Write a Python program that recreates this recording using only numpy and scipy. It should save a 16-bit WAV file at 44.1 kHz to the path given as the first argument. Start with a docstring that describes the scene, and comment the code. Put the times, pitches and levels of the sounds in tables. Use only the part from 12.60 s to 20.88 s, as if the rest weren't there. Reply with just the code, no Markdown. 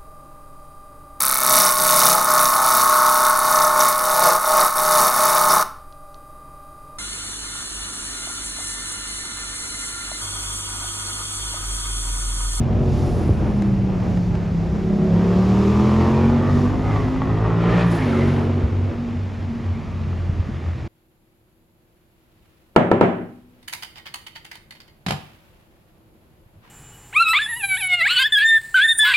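"""Outdoors by a runway, the rumble of distant jets rises and falls under a steady wash of open air.
A few dull thumps and ticks sound close to the microphone while a piston engine (by its beat a V8) coasts down.
It revs up with a hard rasp, sweeps past with a rush of air, drops in pitch and drones away; more thumps follow.
The engine is a sum of orders of its cycle rate plus exhaust bursts; air and jets are coloured noise,
the thumps decaying sines, the ticks tiny bursts of noise."""
import sys
import numpy as np
from scipy import signal
from scipy.fft import rfft, irfft
from scipy.io import wavfile

SR = 44100
rng = np.random.default_rng(int(sys.argv[2]) if len(sys.argv) > 2 else 0)


def inscribe(sig):
    """Save sig as 16-bit PCM at rate SR to the path in sys.argv[1].

    A 1-D sig is mono; a 2-D sig holds one channel per row.
    Samples are clipped to [-1, 1] before scaling.
    """
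    pcm = np.round(np.clip(np.atleast_2d(sig).T, -1, 1) * 32767)
    wavfile.write(sys.argv[1], SR, pcm.astype(np.int16))


N = 365130
TIME = np.arange(N) / SR

# How hard the engine works. Each row: time in seconds, throttle 0-1.
THROTTLE = [(0, 0.35), (2.3, 0), (2.58, 0.8), (3.4, 0.99), (4.0, 0.73), (4.18, 0.54), (4.36, 0.91),
            (4.52, 0.65), (4.72, 0.58), (5.45, 0.58), (6.1, 0.52), (8.28, 0.3)]


def gain_of(db):
    """Decibels to amplitude."""
    return 10 ** (np.asarray(db) / 20)


def evened(x):
    """Scales to rms 1."""
    return x / np.sqrt(np.mean(abs(x) ** 2) + 1e-20)


def curves(rows):
    """Each column of a time table, at every sample."""
    s, *columns = np.transpose(rows)
    return [np.interp(TIME, s, column) for column in columns]


def read(points, hz):
    """A spectrum table on a log-frequency axis."""
    f, value = np.transpose(points)
    return np.interp(np.log(hz + 1), np.log(f + 1), value)


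def coloured(x, spectrum):
    """Gives x a spectrum, at rms 1."""
    gain = gain_of(read(spectrum, np.fft.rfftfreq(N, 1 / SR)))
    return evened(irfft(rfft(x) * gain, N))


def wander(rate):
    """Smooth chance of about rms 1, changing about rate times a second."""
    points = 4096
    hz = np.fft.rfftfreq(points, TIME[-1] / points)
    slow = irfft(rfft(rng.standard_normal(points)) / (1 + (hz / rate) ** 4))
    return evened(np.interp(TIME, np.linspace(0, TIME[-1], len(slow)), slow))


def noise(spectrum):
    """Coloured noise at two closely spaced microphones; its top treble reaches the left one late."""
    # Each row: frequency in Hz, left-right likeness 0-1.
    likeness = [(30, 0.72), (70, 0.89), (150, 0.85), (300, 0.91), (550, 0.84), (1000, 0.48), (1700, 0.7),
                (2300, 1), (7000, 1), (8500, 0.79), (15000, 0.66)]
    lag_s, lag_from_hz = 0.000295, 7600
    hz = np.fft.rfftfreq(N, 1 / SR)
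    same = np.clip(read(likeness, hz), -1, 1)
    mid, side = rfft(rng.standard_normal((2, N))) * np.sqrt([1 + same, 1 - same])
    late = np.exp(-2j * np.pi * hz * lag_s * (hz > lag_from_hz))
    return coloured(irfft([(mid + side) * late, mid - side], N), spectrum)


def nearness(half_s):
    """1 at the closest moment, falling towards 0 before and after; half as much half_s seconds away."""
    closest_s = 5.18
    return 1 / (1 + ((TIME - closest_s) / half_s) ** 2)


def leaving():
    """0 until the engine has gone by and its tail turns to the listener, then rising towards 1."""
    leave_s, takes_hold_s = 5.66, 0.45
    return 1 - np.exp(-np.maximum(TIME - leave_s, 0) / takes_hold_s)


def driven(coast_db, throttle_db, pass_db, leave_db):
    """A layer's level in dB, from the throttle and the way past."""
    throttle, = curves(THROTTLE)
    return coast_db + throttle_db * throttle + pass_db * nearness(half_s=0.2) + leave_db * leaving()


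def swell(s, half_s, db):
    """A smooth rise and fall of amplitude around one moment."""
    return gain_of(db) * np.exp(-.5 * ((TIME - s) / half_s) ** 2)


def together(*gains):
    """Amplitude of unrelated noises sounding at once."""
    return np.sqrt(sum(g ** 2 for g in gains))


def partial(turns, scatter, rate, spread):
    """A tone plus its scattered reflections, which fade in and out and differ a little between the ears."""
    common = 1 + scatter * (wander(rate) + 1j * wander(rate))
    apart = spread * (wander(rate) + 1j * wander(rate))
    spin = np.exp(2j * np.pi * (turns + rng.random()))
    return evened((np.array([common + apart, common - apart]) * spin).real)


def drone(turns, speed, trim_db=-0.73, note_trim_db=-0.6, fading_db=-0.5, far_fading_db=5.0, fading_rate=4.4):
    """The deep, clean orders of the exhaust and its main note; they fade in and out more as the engine leaves."""
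    # Loudness of the deep orders. Each row: time in seconds, level in dB before the trim.
    drone_level = [(0.0, -33), (0.28, -20), (0.64, -26), (2.03, -18), (2.4, -29), (2.53, -17),
                   (3.23, -17.5), (4.01, -20), (4.12, -27.5), (4.43, -18.5), (4.56, -39), (4.72, -21),
                   (5.14, -16.5), (5.35, -20), (5.48, -24.5), (5.67, -17.5), (6.79, -28.5), (7.76, -23.5),
                   (8.28, -17.5)]
    # Each row: multiple of the cycle rate, relative level in dB, dB added at the pass, dB added once it leaves.
    drone_orders = [(1, -1.5, 4, -15), (2, 3, -6, -0.8), (3, -5, 10, -14), (8, -0.66, 3, -17)]
    # The exhaust's response, which those orders glide through. Each row: frequency in Hz, gain in dB.
    exhaust = [(33.0, -35.5), (50.0, -11), (70.0, -16.5), (90.0, -5.5), (115.0, -0.5), (140.0, 2),
               (175.0, -3.5), (270.0, -31), (320.0, -9.5), (370.0, -8), (400.0, -11.5), (470.0, -19)]
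    # The main note. Each row: time in seconds, level in dB before the trim.
    note_level = [(0, -26.5), (.58, -32.5), (1.03, -21.5), (1.9, -24), (2.2, -23), (2.63, -16.5),
                  (4.0, -19.5), (4.27, -31.5), (4.55, -24), (4.8, -33.5), (5.35, -33), (5.5, -21),
                  (6.0, -27.5), (6.8, -31.5), (8.28, -47)]
    note_order = 5
    level_db = curves(drone_level)[0] + trim_db
    levels = [(note_order, curves(note_level)[0] + note_trim_db)]
    for k, db, pass_db, leave_db in drone_orders:
        order = round(k)
        response_db = read(exhaust, order * speed)
        levels.append((order, level_db + driven(db, 0, pass_db, leave_db) + response_db))
    depth_db = fading_db + far_fading_db * leaving()
    out = 0
    for order, db in levels:
        tone = partial(order * turns, scatter=0.26, rate=19.0, spread=0.039)
        out = out + gain_of(db + depth_db * wander(fading_rate)) * tone
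    return out


def overtones(turns, speed, trim_db=-6.5, scatter_low=0.17, scatter_per_order=0.022):
    """Weaker orders swell as they glide through the pipe's resonances; the high ones are rougher and need throttle."""
    # Each row: multiple of the cycle rate, relative level in dB.
    orders = [(4, -2.5), (6, 0.5), (7, -1), (9, -5.5), (10, -1.5), (11, -1), (12, -15), (13, -4.5),
              (14, -4), (15, -11.5), (16, -3), (18, -8.5), (19, -5), (21, -9.5), (22, -10), (24, -8.5),
              (26, -12), (27, -10), (30, -10), (32, -13.5)]
    # Exhaust pipe resonances. Each row: centre in Hz, width in Hz, lift in dB coasting, lift in dB at full throttle.
    pipe = [(205.5, 46, 22, 6), (380, 64, 12.5, 9), (437, 25, 0.5, 5.5), (587.5, 34, 12.5, 0),
            (714, 29, 2.5, 1.5), (925, 74, -10, 3.5)]
    # Each row: time in seconds, level in dB before the trim.
    overtone_level = [(0, -46), (.22, -36), (.6, -37), (.8, -47.5), (1.95, -49), (2.2, -39.5), (2.55, -30),
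                      (2.95, -31.5), (3.65, -31), (4.15, -38), (4.55, -43), (4.8, -36.5), (5.17, -31.5),
                      (5.38, -42.5), (5.72, -36), (6.1, -46.5), (8.28, -59.5)]
    # off the throttle the treble falls away
    dull_from_hz, dull_db_per_octave = 720, -15.5
    throttle, = curves(THROTTLE)
    out = 0
    for k, db in orders:
        order = round(k)
        order_hz = order * speed
        lift_db = 0
        for hz, width, coast_db, full_db in pipe:
            peak_db = coast_db + (full_db - coast_db) * throttle
            lift_db = lift_db + peak_db / (1 + (2 * (order_hz - hz) / width) ** 2)
        octaves_above = np.maximum(np.log2(order_hz / dull_from_hz), 0)
        dull_db = dull_db_per_octave * (1 - throttle) * octaves_above
        tone = partial(order * turns, scatter=scatter_low + scatter_per_order * order, rate=8.0, spread=0.07)
        out = out + gain_of(db + lift_db + dull_db) * tone
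    return gain_of(curves(overtone_level)[0] + trim_db) * out


def echoed(x):
    """A far wall returns the sound late; while the pitch glides, its lines run beside the direct ones."""
    delay_s, wall_db = 0.11, -10
    late = np.array([np.interp(TIME - delay_s, TIME, ear, left=0) for ear in x])
    return x + gain_of(wall_db) * late


def rasp(turns, speed, rough=0.06, puff_s=0.0016, uneven_db=4.0, echo=0.12):
    """Under load the loudest cylinders bark once a cycle: a sharp crack and a puff of gas."""
    # Exhaust bursts within one cycle. Each row: place in the cycle 0-1, relative level in dB.
    bursts = [(0, -1.5), (0.383, -3.5), (0.621, -6)]
    # Colour of the bark. Each row: frequency in Hz, gain in dB.
    rasp_colour = [(250, -34.5), (450, -10.5), (620, -7.5), (790, 3.5), (1000, 2), (1180, 4), (1400, -9),
                   (1620, -20), (1850, -8), (2100, -20.5), (2400, -21.5), (3500, -26), (7000, -61.5),
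                   (12000, -80)]
    # Each row: time in seconds, level in dB of the direct bark.
    rasp_level = [(0, -60), (2.2, -58.5), (2.48, -43.5), (2.75, -38.5), (3.15, -35.5), (3.45, -30),
                  (3.72, -32.5), (4.0, -37), (4.2, -38.5), (4.36, -30.5), (4.52, -39), (4.7, -34.5),
                  (5.15, -36), (5.45, -37), (5.8, -48), (6.1, -57.5), (8.28, -45)]
    # the bark loses its regularity as the engine comes close: jitter before and after, moment and span
    early_cycles, late_cycles, change_s, span_s = 0.0044, 0.011, 4.25, 0.1
    closer = (1 + np.tanh((TIME - change_s) / span_s)) / 2
    smear = early_cycles + (late_cycles - early_cycles) * closer
    cracks, puffs = np.zeros(N), np.zeros(N)
    for place, db in bursts:
        cycle = turns - place + smear * wander(11)
        count = np.floor(cycle)
        cracks += np.diff(count, prepend=count[0]) * gain_of(db + uneven_db * wander(27))
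        puffs += gain_of(db) * np.exp(-(cycle % 1) / speed / puff_s)
    gas = evened(puffs * noise(rasp_colour))
    direct = evened(coloured(cracks, rasp_colour) + rough * gas) * gain_of(curves(rasp_level)[0])
    # nearby walls return a short scatter, different for each ear
    t = TIME[:SR // 4]
    walls = rng.standard_normal((2, len(t))) * gain_of(-60 * t / 0.56)
    walls = walls / np.linalg.norm(walls[0])
    return direct + echo * signal.fftconvolve(direct, walls, axes=1)[:, :N]


def grounded(x, depth=.5):
    """Adds the ground's reflection; its lag sweeps a comb through the sound as the source goes by."""
    far_ms, pass_ms = 0.18, 4.9  # the lag far off, and what the pass adds to it
    late = TIME - (far_ms + pass_ms * nearness(half_s=0.81)) / 1000
    reflection = np.array([np.interp(late, TIME, ear) for ear in x])
    return (x + depth * reflection) / np.hypot(1, depth)


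def flow(turns, throb=0.098, flutter_db=2.0, hiss_trim_db=-1, sizzle_floor_db=-84, sizzle_flicker_db=2.0):
    """Turbulence of exhaust, tyres and air over the open-air wash; roar and rush throb a little with the engine."""
    # Colours of the low roar, rushing air, hiss and sizzle. Each row: frequency in Hz, gain in dB.
    roar_colour = [(30, -33), (60, -11.5), (125, -7.5), (200, -2), (330, 1), (500, -6.5), (750, -11.5),
                   (1200, -16.5), (2500, -30.5), (6000, -65.5)]
    rush_colour = [(200, -28.5), (600, -1.5), (900, 3), (1200, 3), (1550, 0.5), (1900, 0), (2500, -2),
                   (3300, -7), (5000, -17), (7000, -26), (9000, -27), (15000, -62)]
    hiss_colour = [(1500, -26), (3500, -3), (5200, -1.5), (7000, -7), (8500, -12.5), (10000, -18),
                   (12000, -19.5), (14000, -20.5), (16000, -29)]
    sizzle_colour = [(4000, -45.5), (7500, -3.5), (10000, 3), (12000, -10), (14000, -9.5), (16000, -11.5)]
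    # Each row: time in seconds, mean level of the roar in dB.
    roar_level = [(0, -35.5), (.65, -32), (1.2, -31), (1.7, -33), (2.3, -35), (3.5, -28), (4.8, -31.5),
                  (5.17, -26), (5.75, -26), (6.2, -34), (7.4, -43.5), (8.28, -38)]
    # Rushing air: level in dB coasting, dB added by full throttle, dB added at the pass, dB added once it leaves.
    rush_db = (-60, 23, 12, -3.5)
    # Air as the body sweeps past. Each row: middle in seconds, half-length in seconds, level in dB.
    gusts = [(5.11, 0.064, -33.5), (5.199, 0.032, -30), (5.427, 0.06, -38.5), (5.59, 0.22, -36)]
    # Each row: middle in seconds, half-length in seconds, hiss level in dB before the trim, sizzle level in dB.
    hiss_swells = [(0.37, 0.091, -49, -65), (0.533, 0.14, -50.5, -54.5), (0.89, 0.22, -56.5, -64),
                   (1.537, 0.15, -53.5, -71), (2.094, 0.28, -58.5, -76), (3.15, 0.47, -46.5, -70.5),
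                   (3.99, 0.1, -48.5, -69), (4.37, 0.17, -53, -70), (5.338, 0.049, -48.5, -49.5),
                   (5.553, 0.23, -52, -60)]
    wash_db, hiss_db, hiss_leave_db = -46.5, -57.5, -2.5  # open air, its hiss, the hiss's change once it leaves
    rush = together(gain_of(wash_db), gain_of(driven(*rush_db)), *(swell(*row) for row in gusts))
    hiss_rises = [swell(s, half_s, db + hiss_trim_db) for s, half_s, db, _ in hiss_swells]
    hiss = together(gain_of(hiss_db + hiss_leave_db * leaving()), *hiss_rises)
    sizzle_rises = [swell(s, half_s, db) for s, half_s, _, db in hiss_swells]
    sizzle = together(gain_of(sizzle_floor_db), *sizzle_rises)
    beat = 1 + throb * np.cos(2 * np.pi * turns)
    low = gain_of(curves(roar_level)[0] + flutter_db * wander(6.9)) * noise(roar_colour)
    middle = rush * gain_of(.5 * wander(14.0)) * grounded(noise(rush_colour), depth=0.12)
    top = sizzle * gain_of(sizzle_flicker_db * wander(55)) * noise(sizzle_colour)
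    return beat * (low + middle) + hiss * noise(hiss_colour) + top


def streaks(width_hz=170, flutter_db=1.0):
    """Narrow bands of air noise that swell and glide, mostly down in pitch, around the pass."""
    # Each row: middle in seconds, half-length in seconds, pitch in Hz, glide in Hz per second, level in dB.
    streak_rows = [(3.599, 0.092, 2360, 201, -47.5), (3.92, 0.16, 1840, 2.5, -44.5),
                   (4.354, 0.087, 2030, -1, -44), (4.8, 0.27, 1920, -200, -48),
                   (5.111, 0.16, 1237, -900, -36.5), (5.19, 0.11, 1790, -300, -37.5),
                   (5.37, 0.051, 1840, -900, -38), (5.425, 0.014, 2210, -10, -37),
                   (5.386, 0.048, 820, -600, -33.5), (5.574, 0.08, 2100, -900, -40),
                   (5.547, 0.041, 1363, -2400, -37), (5.619, 0.21, 471.5, -300, -35.5)]
    out = 0
    for s, half_s, hz, hz_per_s, db in streak_rows:
        turns = np.cumsum(hz + hz_per_s * (TIME - s)) / SR
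        band = (wander(width_hz) + 1j * wander(width_hz)) * np.exp(2j * np.pi * turns)
        out = out + swell(s, half_s, db) * evened(band.real)
    return out * gain_of(flutter_db * wander(5.2))


def far_hiss(level_db=-58):
    """A broad, soft hiss that comes up and lingers once the engine has gone by."""
    # Each row: frequency in Hz, gain in dB.
    far_colour = [(1200, -24), (1800, 6), (2400, 3.5), (3000, -4), (4500, -45)]
    return gain_of(level_db) * leaving() * noise(far_colour)


def thumps():
    """Dull pushes close to the microphone: short sines, each under a quick rise and decay."""
    # Each row: start in seconds, level in dB, pitch in Hz, time to the envelope's peak in seconds.
    thump_rows = [(0.693, -7.5, 327, 0.00099), (0.707, -9, 92, 0.0054), (6.031, -13, 72, 0.015),
                  (7.694, -11.5, 121, 0.0034), (7.795, -11, 83.5, 0.0049), (7.89, -17.5, 203, 0.0026)]
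    out = np.zeros(N)
    for s, db, hz, rise in thump_rows:
        age = np.maximum(TIME - s, 0)
        envelope = age / rise * np.exp(1 - age / rise)
        out += gain_of(db) * envelope * np.sin(2 * np.pi * hz * age)
    return out


def ticks(corner_hz=550):
    """Tiny bursts of noise close to the microphone: a short bright one, and longer, duller taps."""
    # Each row: middle in seconds, level in dB, treble slope in dB per octave, rise and decay constant in seconds.
    tick_rows = [(1.023, -24.5, -7.5, 0.0019), (1.575, -26, -9.5, 0.0027), (1.754, -28, -8.5, 0.0033)]
    out = 0
    for s, db, slope_db, decay_s in tick_rows:
        slope = [(corner_hz * 2 ** octave, slope_db * octave) for octave in range(5)]
        colour = [(150, -6)] + slope + [(12000, -55)]
        out = out + gain_of(db) * np.exp(-abs(TIME - s) / decay_s) * noise(colour)
    return out


def distant_jets():
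    """Low coloured noise far off, slowly rising and falling."""
    # Each row: time in seconds, level in dB.
    rumble_level = [(0, -19.5), (2.2, -26.5), (3.2, -34), (4.2, -22.5), (5.3, -33), (6.7, -32), (7.6, -29),
                    (8.28, -33.5)]
    # Each row: frequency in Hz, gain in dB.
    rumble_colour = [(15, -42), (28, -21.5), (38, -8.5), (50, -2), (85, -4), (130, -3), (200, -10),
                     (350, -21), (800, -27), (3000, -75.5)]
    return gain_of(curves(rumble_level)[0]) * noise(rumble_colour)


def scene():
    """The passing engine, its air, the small knocks and the far rumble."""
    # Engine cycles as heard, Doppler shift included. Each row: time in seconds, cycles per second.
    cycle_rate = [(0.0, 46.3), (0.35, 45.9), (0.75, 43.0), (1.05, 40.0), (1.35, 37.3), (1.8, 34.3),
                  (2.1, 33.3), (2.22, 35.3), (2.31, 33.2), (2.47, 33.9), (2.85, 37.4), (3.3, 42.3),
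                  (3.87, 48.3), (4.03, 48.4), (4.32, 52.6), (4.5, 51.7), (4.7, 53.0), (5.14, 58.3),
                  (5.24, 58.6), (5.39, 54.5), (5.51, 46.0), (5.78, 47.0), (6.6, 47.35), (7.05, 46.1),
                  (7.85, 42.8), (8.28, 41.4)]
    speed, = curves(cycle_rate)
    turns = np.cumsum(speed * (1 + 0.0018 * wander(9.3))) / SR  # slightly uneven running
    bark = grounded(rasp(turns, speed), depth=0.55)
    engine = drone(turns, speed) + echoed(overtones(turns, speed)) + bark
    air = flow(turns) + streaks() + far_hiss()
    balance = gain_of([[-.1], [.1]])  # left, right
    return (engine + air + thumps() + ticks() + distant_jets()) * balance


def record(dry):
    """The recorder's band limit, with a soft start and stop."""
    edge_hz, fade_s = 15300, 0.004
    fade = np.minimum(np.minimum(TIME, TIME[-1] - TIME) / fade_s, 1)
    lowpass = signal.firwin(511, edge_hz, window=("kaiser", 9), fs=SR)
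    return signal.oaconvolve(dry * fade, lowpass[None], "same")


dry = scene()
out = record(dry)
inscribe(out)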